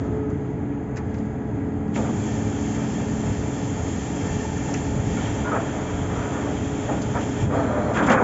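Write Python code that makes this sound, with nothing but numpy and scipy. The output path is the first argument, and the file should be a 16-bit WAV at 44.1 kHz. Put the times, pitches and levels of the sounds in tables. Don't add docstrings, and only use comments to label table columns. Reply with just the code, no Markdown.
import sys
import numpy as np
from scipy import signal
from scipy.fft import rfft, irfft, next_fast_len
from scipy.io import wavfile
from scipy.ndimage import uniform_filter1d, map_coordinates

SR = 44100
rng = np.random.default_rng(int(sys.argv[2]) if len(sys.argv) > 2 else 0)


def boost_factor(decibels):
    exponent = np.asarray(decibels, float) / 20
    return 10 ** exponent


def output_pcm(signal):
    pcm = np.clip(np.atleast_2d(signal).T, -1, 1) * 32767
    wavfile.write(sys.argv[1], SR, np.round(pcm).astype(np.int16))


N = 363119
TIME = np.arange(N) / SR
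COARSE_TIME = TIME[::32]


def unit(x):
    return x / np.sqrt(np.mean(x ** 2) + 1e-20)


def curves(rows):
    start_s, *columns = np.transpose(rows)
    return [np.interp(TIME, start_s, column) for column in columns]


def wobble(rate_hz):
    knots = rng.standard_normal(int(N * rate_hz / SR) + 4)
    return np.interp(TIME, COARSE_TIME, map_coordinates(knots, [COARSE_TIME * rate_hz]))


def filtered(x, response):
    size = next_fast_len(N + SR // 2)
    return irfft(rfft(x, size) * response(np.fft.rfftfreq(size, 1 / SR)), size)[:N]


def resonances(modes):
    def response(f):
        total = 0
        for k, (hz, width, db) in enumerate(modes):
            damping = 1j * f * width
            total = total + (-1) ** k * boost_factor(db) * damping / (hz * hz - f * f + damping)
        return total
    return response


def rush(spectrum, patchy_db):
    z = signal.stft(rng.standard_normal(N), nperseg=512)[2]
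    field = uniform_filter1d(rng.standard_normal(z.shape), size=6, axis=0)
    field = uniform_filter1d(field, size=12, axis=1)
    noise = signal.istft(z * boost_factor(patchy_db * unit(field)), nperseg=512)[1][:N]
    f, level_db = np.transpose(spectrum)
    return unit(filtered(noise, lambda hz: boost_factor(np.interp(np.log(hz + 1), np.log(f + 1), level_db))))


def tone(hz, db, flutter_db, drift):
    phase = 2 * np.pi * np.cumsum(hz + np.zeros(N)) / SR + drift * wobble(4) + rng.uniform(0, 2 * np.pi)
    return np.sqrt(2) * boost_factor(db + flutter_db * wobble(5)) * np.sin(phase)


def swells(rows, attack_s, release_t60):
    power = 0
    for s, length, db in rows:
        rise = np.clip((COARSE_TIME - s) / attack_s, 0, 1)
        fall_db = -60 * np.maximum(COARSE_TIME - s - length, 0) / release_t60
        power = power + (rise * boost_factor(db + fall_db)) ** 2
    return np.interp(TIME, COARSE_TIME, np.sqrt(power))


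def held(rows):
    return [row[:3] for row in rows]


def raised(rows):
    return [(s, length, db + more_db) for s, length, db, more_db in rows]


# pitch_hz, density_db (per Hz)
YARD_SPECTRUM = [(280, -35.5), (480, -11.5), (727, -0.5), (788, -2), (844, 0), (1350, -32), (1690, -6.5),
                 (1770, -20.5), (1890, -9.5), (2830, -26), (5470, -53), (6500, -23.5), (7550, -39),
                 (9820, -66.5), (16600, -120)]


def yard():
    return boost_factor(-46.5) * rush(YARD_SPECTRUM, patchy_db=0.9)


# order (multiple of shaft speed), level_db (rms)
COMPRESSOR_ORDERS = [(2.5, -48), (4, -42.5), (5, -41), (8, -46.5), (10, -40), (16, -36)]


def compressor():
    shaft_hz = 17.77
    return sum(tone(order * shaft_hz, db, flutter_db=2.5, drift=0.25) for order, db in COMPRESSOR_ORDERS)


# pitch_hz, density_db (per Hz)
DEEP_SPECTRUM = [(18, -45), (30, -8), (107, 4.5), (180, -3), (230, -36), (400, -120)]
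# pitch_hz, density_db (per Hz)
CASING_SPECTRUM = [(88, -38.5), (150, -9), (210, 0), (280, 0.5), (335, -3.5), (370, -8.5), (430, -11.5),
                   (500, -17), (680, -48), (1140, -120)]
# start_s, length_s, level_db
FRAME_BOOMS = [
    (0.2, 0.083, -33),
    (0.9, 0.12, -33),
    (3.25, 0.15, -33),
    (4.22, 0.15, -31),
    (4.85, 0.25, -25.5),
    (5.85, 0.1, -27),
    (6.8, 0.35, -32),
    (7.38, 0.091, -24),
]


def rumble(shaft_hz, load_db):
    throb = 1 + 0.02 * np.sin(2 * np.pi * np.cumsum(shaft_hz) / SR)
    booms = swells(FRAME_BOOMS, attack_s=0.049, release_t60=0.98)
    deep = np.hypot(boost_factor(-32.5 + 0.21 * load_db), booms)
    grinding = boost_factor(-3.0) * swells(held(PIPE_STROKES), attack_s=0.03, release_t60=0.72)
    casing = np.hypot(boost_factor(-31.5 + 0.45 * load_db), grinding)
    return throb * (deep * rush(DEEP_SPECTRUM, patchy_db=1.36) + casing * rush(CASING_SPECTRUM, patchy_db=0.8))


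# start_s, shaft_hz, load_db, pump_db (whine)
GOVERNOR = [(0.0, 22.06, 2, -45), (0.18, 22.63, 1.5, -52), (0.5, 22.14, -1, -53), (0.8, 21.95, -5.5, -47),
            (1.2, 21.82, -4, -34.5), (1.88, 21.74, -3.5, -35.5), (2.0, 21.63, 3.5, -29.5),
            (2.28, 21.43, 4, -31.5), (2.85, 21.73, -0.5, -32), (3.2, 21.86, 1.5, -32.5),
            (3.6, 21.91, -3, -41), (4.9, 21.99, 0, -41.5), (5.22, 21.68, 3.5, -34), (5.9, 22.09, -4, -44.5),
            (6.45, 22.04, 0.5, -49), (7.35, 21.94, 2, -40), (7.68, 21.65, 4, -34.5), (8.23, 21.84, 5, -36)]
# order (multiple of shaft speed), level_db (rms)
EXHAUST_ORDERS = [(3, -52), (6, -37.5), (9, -46), (12, -41.5), (15, -50), (18, -65), (25, -54.5),
                  (38, -55.5)]
# order, level_db (rms at rated speed), sag_db (per Hz of sag), load_share
LOADED_ORDERS = [(5, -38.5, 4.5, 0.9), (19, -40.5, -11.5, 0.6), (19.5, -46, 3.5, 0.72),
                 (20, -44.5, 12.5, -0.93)]


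def engine():
    shaft_hz, load_db, pump_db = curves(GOVERNOR)
    sag_hz = 21.85 - shaft_hz
    out = tone(10 * shaft_hz, pump_db + 0.8, flutter_db=0.6, drift=0.19)
    for order, db, sag_db, share in LOADED_ORDERS:
        out = out + tone(order * shaft_hz, db + sag_db * sag_hz + share * load_db, flutter_db=0.77, drift=0.27)
    for order, db in EXHAUST_ORDERS:
        out = out + tone(order * shaft_hz, db, flutter_db=0.0, drift=0.33)
    return out + rumble(shaft_hz, load_db)


# start_s, level_db (flow, as hiss level)
AIR_FLOW = [(0.0, -60.5), (0.2, -67.5), (0.93, -70), (1.15, -63.5), (1.35, -67), (1.91, -66), (1.97, -45),
            (2.1, -48), (2.3, -44.5), (5.3, -44), (5.55, -46), (7.1, -46), (7.43, -44.5), (7.49, -55),
            (7.54, -49), (7.9, -50.5), (8.23, -50.5)]


def driven(open_db, per_flow_db, swung_db):
    swing = np.clip((TIME - 4.8) / 0.59, 0, 1)
    flow_db = curves(AIR_FLOW)[0] + 44
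    return boost_factor(open_db + per_flow_db * flow_db + swung_db * swing)


# pitch_hz, density_db (per Hz)
HISS_SPECTRUM = [(2900, -48), (4900, -15), (5300, -4), (5700, -4.5), (5950, 0), (6400, 4), (6800, 7),
                 (7150, 8), (7500, 5.5), (16500, -120)]


def hiss(puffs):
    return np.hypot(boost_factor(curves(AIR_FLOW)[0]), puffs) * rush(HISS_SPECTRUM, patchy_db=1.0)


# pitch_hz, density_db (per Hz)
JET_SPECTRUM = [(1350, -6), (2300, 0.5), (2500, -1.5), (2730, -1.5), (2880, -4.5), (3250, 2.5), (3680, -7),
                (4010, -14.5), (4600, -25.5), (5980, -43.5), (10100, -120)]


def jet():
    spurts = swells(raised(AIR_PUFFS), attack_s=0.012, release_t60=0.12)
    flow = driven(open_db=-46.5, per_flow_db=0.73, swung_db=2.65)
    return np.hypot(flow, spurts) * rush(JET_SPECTRUM, patchy_db=-0.3)


# pitch_hz, density_db (per Hz)
RIM_SPECTRUM = [(2600, -120), (3700, -10.5), (4100, -1), (4600, 0.5), (5100, -0.5), (5500, -12.5),
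                (7500, -120)]


def rim(puffs):
    flow = driven(open_db=-58, per_flow_db=0.74, swung_db=-1.5)
    return np.hypot(flow, boost_factor(-12) * puffs) * rush(RIM_SPECTRUM, patchy_db=-0.3)


# start_s, length_s, level_db
SEAT_LEAK = (7.52, 0.35, -60.5)
# pitch_hz, density_db (per Hz)
SEAT_SPECTRUM = [(3300, -40), (3800, -6), (4050, 0), (4350, -6), (4900, -40)]


def leak():
    return swells([SEAT_LEAK], attack_s=0.08, release_t60=0.3) * rush(SEAT_SPECTRUM, patchy_db=4.0)


# pitch_hz, width_hz, level_db
COLUMN_MODES = [(763, 18, -3), (874, 47, -1.5), (1620, 24, -8), (1800, 120, -5.5), (1848, 20, -6.5),
                (2083, 22, -9), (2356, 18, -6.5), (2695, 26, -8), (3230, 56, -13.5), (3880, 36, -20.5),
                (4595, 80, -15.5), (5230, 31, -11), (5920, 60, -10.5), (6380, 39, -16.5)]


def air_column():
    ring = resonances(COLUMN_MODES)
    column = unit(filtered(rng.standard_normal(N), lambda f: np.abs(ring(f)) ** 1.56))
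    return driven(open_db=-42.5, per_flow_db=2.9, swung_db=0) * boost_factor(1.6 * wobble(3)) * column


# start_s, length_s, level_db (hiss), jet_db (above the hiss)
AIR_PUFFS = [(0.035, 0.01, -61, -3), (0.291, 0.012, -57.5, -7), (0.324, 0.008, -61.5, -8),
             (1.246, 0.008, -60.5, -8), (1.937, 0.04, -47.5, 3.5), (5.2, 0.1, -50.5, 6.5),
             (7.2, 0.03, -46.5, 3), (7.939, 0.054, -45.5, 6.5), (8.02, 0.023, -50, 12),
             (8.057, 0.015, -39.5, 0), (8.089, 0.045, -40.5, 7)]


def air():
    flutter = boost_factor(0.23 * wobble(16) + 0.29 * wobble(45) + 0.65 * wobble(7))
    puffs = swells(held(AIR_PUFFS), attack_s=0.012, release_t60=0.1)
    return flutter * (hiss(puffs) + jet() + rim(puffs) + leak() + air_column())


# start_s, length_s, pitch_hz, level_db (rms)
SINGING_PIPE = [(0, .32, 1270, -46), (1.109, 0.53, 1640, -52), (4.601, 0.35, 278, -29.5),
                (5.168, 0.022, 1410, -33), (5.17, 0.017, 2229, -37), (5.26, .03, 1444, -39),
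                (5.446, 0.053, 1430, -27.5), (5.511, 0.026, 1265, -25), (5.555, 0.024, 1660, -32.5),
                (5.563, 0.044, 671, -24.5), (6.876, 0.024, 590, -27), (6.888, 0.013, 850, -25),
                (6.886, .015, 1840, -34), (7.15, 0.028, 960, -24.5), (7.163, 0.025, 1300, -30),
                (7.525, 0.014, 1163, -26), (7.539, 0.089, 669, -23), (7.636, 0.073, 635, -26.5),
                (7.685, .24, 599, -26.5), (7.7, .3, 1195, -38), (7.97, 0.035, 1620, -26),
                (7.98, 0.088, 301, -22), (8.06, 0.13, 540, -22), (8.074, 0.1, 246, -22.5),
                (8.077, 0.038, 754, -21), (8.09, 0.029, 1190, -21)]


def singing():
    out = np.zeros(N + SR)
    for s, length, hz, db in SINGING_PIPE:
        t = np.arange(round((length + 0.1) * SR)) / SR
        shape = np.clip(t / 0.005, 0, 1) * boost_factor(-60 * np.maximum(t - length, 0) / 0.054)
        size, phase = (map_coordinates(knots, [40 * t]) for knots in rng.standard_normal((2, 44)))
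        wave = np.sin(2 * np.pi * hz * t + 0.5 * phase)
        out[round(s * SR):][:len(t)] += boost_factor(db - 3.5 + 1.5 * size) * shape * wave
    return out[:N]


# start_s, level_db (peak), knock_db (above the tick)
METAL_TICKS = [(0.959, -38.5, -0.5), (0.969, -31, 0.5), (1.1417, -38.5, 2.5), (1.1817, -41.5, -12.5),
               (1.8772, -50, 2.5), (1.956, -31, 7.5), (2.0585, -40.5, 11), (4.741, -44.5, 24),
               (7.018, -25.5, -12.5), (7.937, -34, 3.5), (7.968, -36, 15), (8.0668, -36, 10),
               (8.097, -27.5, 14.5), (8.1162, -26, 5)]
# pitch_hz, density_db (per Hz)
CLICK_SPECTRUM = [(2200, -30), (3400, -11), (4400, -5), (5000, -2), (5600, -5), (6200, -1), (7000, -1),
                  (7600, -3)]
# pitch_hz, width_hz, level_db
KNOCK_MODES = [(1300, 150, -1.5), (1980, 460, -0.5), (2860, 540, -9)]


def ticks():
    bright, dull = np.zeros(N + SR), np.zeros(N + SR)
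    t = np.arange(SR // 5) / SR
    for s, db, knock_db in METAL_TICKS:
        start = round(s * SR)
        bright[start:][:len(t)] += boost_factor(db - 5.5 - 60 * t / 0.086) * np.clip(t / 0.001, 0, 1)
        dull[start:][:len(t)] += boost_factor(db + knock_db - 13.0 - 60 * t / 0.079) * np.clip(t / 0.0035, 0, 1)
    click = bright[:N] * rush(CLICK_SPECTRUM, patchy_db=-1.0)
    knock = filtered(boost_factor(20.5) * dull[:N] * rng.standard_normal(N), resonances(KNOCK_MODES))
    return click + knock


# start_s, level_db (peak), t60_s
STEEL_SNAP = (4.7382, -14.5, .022)


def snap():
    s, db, t60 = STEEL_SNAP
    t = np.maximum(TIME - s, 0)
    envelope = (TIME >= s) * boost_factor(db - 60 * t / t60) * np.clip(t / 0.0041, 0, 1)
    low, high = resonances([(2050, 900, 1)]), resonances([(6400, 1900, 3)])
    return filtered(envelope * rng.standard_normal(N), lambda f: low(f) ** 2 + high(f) ** 2)


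# start_s, length_s, level_db (roar), scrape_db (above the roar)
PIPE_STROKES = [(0.0, 0.2, -45.5, -7), (0.95, 0.042, -46, 4), (1.953, 0.028, -29, -5.5),
                (2.02, 0.085, -38.5, -4), (4.672, 0.05, -35, -11), (5.165, 0.03, -39, 1),
                (5.248, 0.03, -42, 3), (5.438, 0.049, -37, 3), (5.495, 0.081, -28, -1.5),
                (5.616, 0.37, -44, 1.5), (6.02, 0.02, -35, -3), (6.08, 0.15, -37.5, -0.5),
                (6.209, 0.27, -39.5, 0), (6.88, 0.037, -29, -6.5), (7.132, 0.052, -30.5, -2),
                (7.491, 0.78, -30, -5), (7.549, 0.029, -27, -5.5), (7.825, 0.03, -36, -6),
                (7.948, 0.052, -30.5, 5), (7.991, 0.04, -26.5, -2), (8.065, 0.083, -22, 1.5),
                (8.161, 0.025, -27, 6.5), (8.194, 0.051, -21.5, -12)]
# pitch_hz, density_db (per Hz)
ROAR_SPECTRUM = [(260, -17.5), (450, 0), (488, 3.5), (713, 2), (852, -1.5), (975, -5.5), (1050, -29),
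                 (1360, -46), (2310, -120)]
# pitch_hz, density_db (per Hz)
SCRAPE_SPECTRUM = [(580, -30), (980, 7), (1030, 1), (1230, 4), (1440, 2.5), (1560, -0.5), (1790, -2),
                   (1960, -6.5), (2450, -12.5), (3180, -44.5), (5390, -120)]


def steel():
    steady = driven(open_db=-38.5, per_flow_db=0.23, swung_db=2.23) * boost_factor(0.52 * wobble(10))
    roar = np.hypot(steady, swells(held(PIPE_STROKES), attack_s=0.02, release_t60=0.37))
    scrape_strokes = swells(raised(PIPE_STROKES), attack_s=0.02, release_t60=0.22)
    scrape = np.hypot(boost_factor(-6) * steady, scrape_strokes)
    chatter = boost_factor(0.4 * wobble(30) + 0.52 * wobble(18))
    return chatter * (roar * rush(ROAR_SPECTRUM, patchy_db=0.5) + scrape * rush(SCRAPE_SPECTRUM, patchy_db=0.06))


def scene():
    background = yard() + compressor() + engine()
    return (background + air() + singing() + ticks() + snap() + steel())[None]


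def roll_off(x):
    return signal.sosfilt(signal.butter(12, 8890, fs=SR, output="sos"), x)


def record(dry):
    bass_hz, top_hz = 38, 7555
    kept = filtered(dry[0], lambda hz: (hz < top_hz) * hz ** 4 / (hz ** 4 + bass_hz ** 4))
    return roll_off(kept[None])


dry = scene()
out = record(dry)
output_pcm(out)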